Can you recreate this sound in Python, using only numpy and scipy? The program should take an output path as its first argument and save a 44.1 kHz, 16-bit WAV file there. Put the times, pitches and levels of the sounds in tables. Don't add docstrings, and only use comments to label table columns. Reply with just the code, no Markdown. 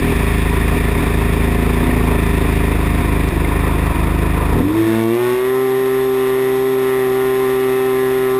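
import sys
import numpy as np
from scipy import signal
from scipy.io import wavfile
from scipy.ndimage import uniform_filter1d

SR = 44100
rng = np.random.default_rng(int(sys.argv[2]) if len(sys.argv) > 2 else 0)


def boost_factor(decibels):
    exponent = np.asarray(decibels, float) / 20
    return 10 ** exponent


def dump(signal):
    limited = np.clip(np.atleast_2d(signal).T, -1, 1)
    pcm = np.round(limited * 32767).astype(np.int16)
    wavfile.write(sys.argv[1], SR, pcm)


N = 369999
T = np.arange(N) / SR


def curve(rows, column):
    rows = np.asarray(rows, float)
    return np.interp(T, rows[:, 0], rows[:, column])


def read(points, hz):
    f, level_db = np.transpose(points)
    return np.interp(np.log(hz + 1), np.log(f + 1), level_db)


def evened(x):
    return x / np.sqrt(np.mean(x ** 2) + 1e-20)


def wander(hz):
    steps = rng.standard_normal(N // 64 + 2)
    steps = signal.sosfiltfilt(signal.butter(2, hz, fs=SR / 64, output="sos"), steps)
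    return np.interp(np.arange(N) / 64, np.arange(len(steps)), evened(steps))


def noise(field_db, patchy_db, size):
    frames, hz = 4 * N // size + 5, np.fft.rfftfreq(size, 1 / SR)
    real, imaginary, patches = rng.standard_normal((frames, len(hz), 3)).T
    patches = uniform_filter1d(patches, size=10, axis=0)
    patches = evened(uniform_filter1d(patches, size=10, axis=1))
    at = np.minimum(np.arange(frames) * size // 4, N - 1)
    spectra = (real + 1j * imaginary) * boost_factor(field_db(hz[:, None], at) + patchy_db * patches)
    sound = signal.istft(spectra, nperseg=size, noverlap=3 * size // 4)[1]
    return evened(sound[:N])


def slipstream(turns, clicks):
    # (time [s], hiss level [dB])
    wind = [(0.0, -30.5), (1.3, -32.5), (2.66, -32.5), (4.49, -35), (4.67, -36.5), (4.79, -34), (4.95, -34),
            (5.07, -38), (5.28, -33.5), (5.42, -36.5), (6.9, -35.5), (8.39, -35.5)]
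    # (frequency [Hz], level [dB per Hz])
    housing = [(450, -4.5), (620, -7.5), (850, -11.5), (960, -0.5), (1250, -9), (1600, -13.5), (1790, -3),
               (2100, -8), (2480, -5.5), (3000, -21.5), (3620, -13), (4100, -27), (5100, -24.5),
               (6300, -41.5)]
    # (frequency [Hz], gain [dB])
    opened_colour = [(500, -2.5), (1000, -3), (1900, -2), (2500, -5.5), (3100, 4.5), (3700, 2), (4200, 6),
                     (4800, -1), (5350, 6.5), (5900, 7.5)]
    # (frequency [Hz], level [dB per Hz])
    idle_rumble = [(20, -18), (60, 3), (120, 1), (200, 2), (330, 3.5), (450, 1.5), (600, -18.5), (900, -43)]
    # (frequency [Hz], level [dB per Hz])
    buffet = [(20, -11), (55, 0.5), (95, -11.5), (185, -3), (225, -6.5), (335, 2), (450, -5.5), (600, -11),
              (900, -23)]

    t = np.arange(1300) / SR
    puff = signal.oaconvolve(clicks, np.exp(-((t - .008) / 0.013) ** 2))[:N]
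    throttle = np.clip((T - 4.6) / .5, 0, 1)
    opened = np.clip((T - 4.37) / .7, 0, 1)
    wind_db = curve(wind, column=1)

    lower_idle_db = 1.5 - 1.42 * (wind_db - wind[0][1])
    lower_db = lower_idle_db * (1 - throttle) + 4.5 * throttle + wander(hz=7.7)

    idle_db, open_db, lumps_db, rise_db_per_s = -31, -33.5, 1.2, 1.1
    shake_db = idle_db + (open_db - idle_db) * throttle
    shake_db = shake_db + lumps_db * (1 - .7 * throttle) * wander(hz=12)
    shake_db = shake_db + rise_db_per_s * throttle * (T - 6.5)
    shake_db = shake_db + 8 * np.exp(-((T - 4.68) / 0.2) ** 2)

    rasp_db = 2 * np.exp(-((T - 5.0) / .25) ** 2)
    gusts_db = 2.5 * puff + (0.5 * throttle + rasp_db) * np.cos(2 * np.pi * turns)
    gusts_db = gusts_db + 0.34 * wander(hz=154) + 0.61 * wander(hz=39)

    def hiss_db(hz, at):
        top_db = -40 * np.clip(np.log2(hz / 6300 + 1e-9), 0, 2)
        bottom_db = -30 * np.clip(np.log2(450 / (hz + 1)), 0, 2)
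        lower = np.clip((1650 - hz) / 200, 0, 1) * (lower_db[at] - 3.5)
        return read(housing, hz) + read(opened_colour, hz) * opened[at] + lower + top_db + bottom_db

    def rumble_db(hz, at):
        blend_db = read(idle_rumble, hz) * (1 - throttle[at]) + read(buffet, hz) * throttle[at]
        return blend_db - 40 * (hz > 900) - 40 * (hz < 18)

    hiss = boost_factor(wind_db + 6 + gusts_db) * noise(hiss_db, patchy_db=0.0, size=1024)
    rumble = noise(rumble_db, patchy_db=1.0, size=4096)
    return hiss + boost_factor(shake_db + 4.1 * puff) * rumble


def taps():
    # (time [s], peak level [dB], pitch [Hz], ring time [ms])
    blows = [
        (1.166, -41, 1330, 4.6),
        (1.908, -21, 1825, 4.3),
        (2.003, -22, 1130, 4.9),
        (3.362, -40, 1000, 3.4),
        (3.447, -19.5, 2120, 3),
        (1.9, -30, 2980, 0.73),
    ]
    out, t = np.zeros(N), np.arange(1500) / SR
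    for s, db, hz, ring_ms in blows:
        u = 1000 * t / ring_ms
        swell = np.e * u * np.exp(-u)
        out[round(s * SR):][:len(t)] += boost_factor(db) * swell * np.sin(2 * np.pi * hz * t)
    crack_s, crack_db = 3.288, -27.5
    crack = rng.standard_normal(len(t)) * np.exp(-t / .002)
    out[round(crack_s * SR):][:len(t)] += boost_factor(crack_db) * crack
    return out


def shaft_hz():
    # (time [s], turns a second [Hz])
    speeds = [(0.0, 80.11), (1.37, 80.7), (1.85, 82.37), (2.27, 79.97), (3.02, 78.33), (4.27, 78.07),
              (4.55, 78.4), (4.67, 98.5), (4.76, 110), (5.09, 113.4), (5.2, 121.3), (5.54, 129.8),
              (5.85, 130.9), (6.3, 130), (6.72, 131), (7.05, 129.3), (7.3, 130.1), (8.39, 129.7)]
    return curve(speeds, column=1)


def shaft_turns():
    first_turn = .675
    return first_turn + np.cumsum(shaft_hz() * (1 + 0.0018 * wander(hz=10.3))) / SR


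def firings(turns):
    # (time [s], pause to the next firing [turns])
    stumbles = [(.019, 2), (.043, 2), (.068, 2), (.092, 2), (.716, 2), (.741, 2), (.951, 2), (.976, 2),
                (1.0, 2), (1.803, 2), (1.864, 2), (2.978, 2), (3.272, 4), (3.897, 4), (4.524, 2), (4.55, 2),
                (4.575, 2)]
    last_kick_s = 4.625
    passes = np.flatnonzero(np.diff(np.floor(turns)))
    when, pause = np.transpose(stumbles)
    clicks, waited = np.zeros(N), np.zeros(N)
    sizes = rng.standard_normal(len(passes))
    k, step = 1, 2
    while T[passes[k]] < last_kick_s:
        clicks[passes[k]] = boost_factor(.4 * sizes[k])
        waited[passes[k]] = step
        near = abs(when - T[passes[k]]) < .011
        step = int(pause[near][0]) if near.any() else 3
        k += step
    return clicks, waited


def drone(turns):
    # (multiple [turns], level [dB])
    labouring = [(1, -8), (2, -2), (3, 0), (4, -8.5), (5, -17), (6, -13.5), (7, -24), (8, -17), (9, -26),
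                 (10, -17), (11, -29), (12, -49), (13, -22), (14, -24), (15, -22), (16, -20), (17, -21),
                 (18, -30), (19, -20.5), (20, -19), (21, -32), (22, -37), (23, -36), (24, -22)]
    # (multiple [turns], level [dB])
    climbing = [(1, -16), (2, -13), (3, 0), (4, -22), (5, -16), (6, -25), (7, -13.5), (8, -39), (9, -12.5),
                (10, -24), (11, -33), (12, -22), (13, -29), (14, -50), (15, -22), (16, -46), (17, -25),
                (18, -25), (19, -33), (20, -29), (21, -26.5), (22, -27), (23, -32), (24, -35)]
    # (multiple [turns], level [dB])
    running_free = [(1, -17), (2, -12), (3, 0), (4, -24.5), (5, -24.5), (6, -16), (7, -29), (8, -17),
                    (9, -19), (10, -22), (11, -25), (12, -32.5), (13, -23.5), (14, -20), (15, -18.5),
                    (16, -22), (17, -26), (18, -68), (19, -38), (20, -27), (21, -64), (22, -29.5),
                    (23, -37), (24, -39)]
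    # (shaft speed [Hz], order 1 [dB], order 2 [dB], order 3 [dB])
    run_up = [(78, -17, -15, -31), (85, -13, -24, -25), (94, -23, -27, -17), (103, -30, -34, -19.5),
              (111, -25, -39, -17.5), (111.2, -27.5, -24, -15), (112.6, -27.5, -23.5, -18),
              (118, -31, -24.5, -16), (120.4, -30, -32, -16.5), (126, -36, -31, -17.5),
              (122.2, -26, -28, -17.5), (128.4, -35.5, -29.5, -17)]
    # (shaft speed [Hz], phase [radians])
    mount_lag = [(111, .4), (112.5, 1.15), (116, 1.15), (126, .45)]
    # (frequency [Hz], width [Hz])
    turnovers = [(1105, 30), (1640, 120)]
    # (time [s], width [s], orders 1 and 2 [dB], order 3 [dB])
    falters = [
        (4.8, .03, 1, 4),
        (4.98, .06, 3, -2.5),
        (5.18, .02, -7, -1.5),
        (5.27, 0.021, 1, 0),
        (5.33, 0.017, 6, .3),
        (5.4, 0.057, -10, -0.5),
    ]
    # (start [s], end [s], gain [dB])
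    buzz_spells = [(4.86, 5.06, 4), (5.102, 5.498, 6), (5.517, 6.05, 2), (6.172, 6.547, 4),
                   (6.82, 7.1, 4.5), (7.13, 8.32, 4.5)]

    speed = shaft_hz()
    mount = np.interp(speed, *np.transpose(mount_lag))
    dip_db = sum(np.outer([db, db, third_db], np.exp(-((T - s) / width) ** 2))
                 for s, width, db, third_db in falters)
    stages = np.transpose(run_up)
    low = 0
    for k in range(1, 4):
        db = np.interp(speed, stages[0], stages[k]) + 4.5 + dip_db[k - 1]
        db = db + (k < 3) * 0.87 * wander(hz=8)
        low = low + boost_factor(db) * np.cos(2 * np.pi * k * turns - mount)

    rest_db, edge_s = -5, 0.087
    buzz_db = rest_db + sum(db * np.clip(np.minimum(T - start, end - T) / edge_s + .5, 0, 1)
                            for start, end, db in buzz_spells)
    upper = 0
    for (k, load_db), (_, climb_db), (_, free_db) in zip(labouring[3:], climbing[3:], running_free[3:]):
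        share = np.clip((k - 8) / 5, .2, 1.6)
        db = np.interp(speed, [114, 123, 129], [load_db - 15.5, climb_db - 14.5, free_db - 15.0])
        db = db + share * buzz_db + 2.3 * wander(hz=4.4)
        lag = mount + sum(np.pi / 2 + np.arctan((k * speed - hz) / width) for hz, width in turnovers)
        upper = upper + boost_factor(db) * np.cos(2 * np.pi * k * turns - lag + 0.022 * k * wander(hz=24.5))

    low_on = np.clip((T - 4.555) / 0.1, 0, 1)
    upper_on = np.clip((speed - 104) / 8, 0, 1)
    return -low_on * low - upper_on * upper


def kicks(clicks, waited):
    # (delay [ms], width [ms], signed size [ratio])
    swings = [
        (0.4, 3.35, -0.24),
        (1.79, 8.6, -0.55),
        (10.28, 4, 0.7),
        (18.36, 5.34, -0.88),
        (23.5, 6, 0.2),
    ]
    # (frequency [Hz], level [dB], t60 [s])
    frame_modes = [(141, -14, 0.059), (207.5, -11, 0.11), (247.2, -10.5, 0.23), (284.8, -11, 0.23),
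                   (336, -17.5, 0.88), (383, -23, 0.32), (399.6, -11.5, 0.16), (707.5, -17.5, 0.13)]
    # (time [s], level [dB])
    ringing = [(0, -27), (.2, -27.5), (1.1, -27.5), (1.5, -24.5), (2.2, -25), (3.0, -27.5), (3.5, -29.5),
               (4.45, -30), (4.63, -22.5)]

    lead = 400
    ms = (np.arange(9000) - lead) / SR * 1000
    rock = sum(size * np.cos(np.pi * np.clip((ms - at) / width, -.5, .5)) ** 2
               for at, width, size in swings)
    t = (ms - 8.5) / 1000
    ring = sum(boost_factor(db - 60 * t / t60) * np.cos(2 * np.pi * hz * t) for hz, db, t60 in frame_modes)
    ring = ring * np.clip(1 + t / 0.0076, 0, 1)

    off_turns = abs(waited - 3)
    swing_db = -16 - 3 * off_turns
    ring_db = curve(ringing, column=1) - 0.5 * off_turns
    swung = signal.oaconvolve(clicks * boost_factor(swing_db + 11), rock)
    rung = signal.oaconvolve(clicks * boost_factor(ring_db + 15.5), ring)

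    swinging = signal.oaconvolve(clicks > 0, np.exp(-((ms - 9) / 15) ** 4))
    reach_db = 1.5 - 6.5 * (1 - np.minimum(swinging, 1))
    return (swung + rung * boost_factor(reach_db))[lead:][:N]


def scene():
    turns = shaft_turns()
    clicks, waited = firings(turns)
    engine = kicks(clicks, waited) + drone(turns)
    return (slipstream(turns, clicks) + taps() + engine)[None]


def low_pass(x):
    return signal.sosfilt(signal.butter(12, 15560, fs=SR, output="sos"), x)


def record(dry):
    slow_rate_hz, ceiling = 12000, .497
    cut = signal.sosfilt(signal.butter(1, 12, "high", fs=SR, output="sos"), dry)
    slow = signal.resample_poly(cut, 4 * slow_rate_hz, SR, axis=1)[:, ::4]
    held = np.repeat(np.clip(slow, -ceiling, ceiling), 4, axis=1)
    out = signal.resample_poly(held, SR, 4 * slow_rate_hz, axis=1)[:, :N]
    out = np.pad(out, ((0, 0), (0, N - out.shape[1])))
    lowpass = signal.firwin(301, 15500, window=("kaiser", 8), fs=SR)
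    out = signal.oaconvolve(out, lowpass[None], "same")
    return low_pass(out)


dry = scene()
out = record(dry)
dump(out)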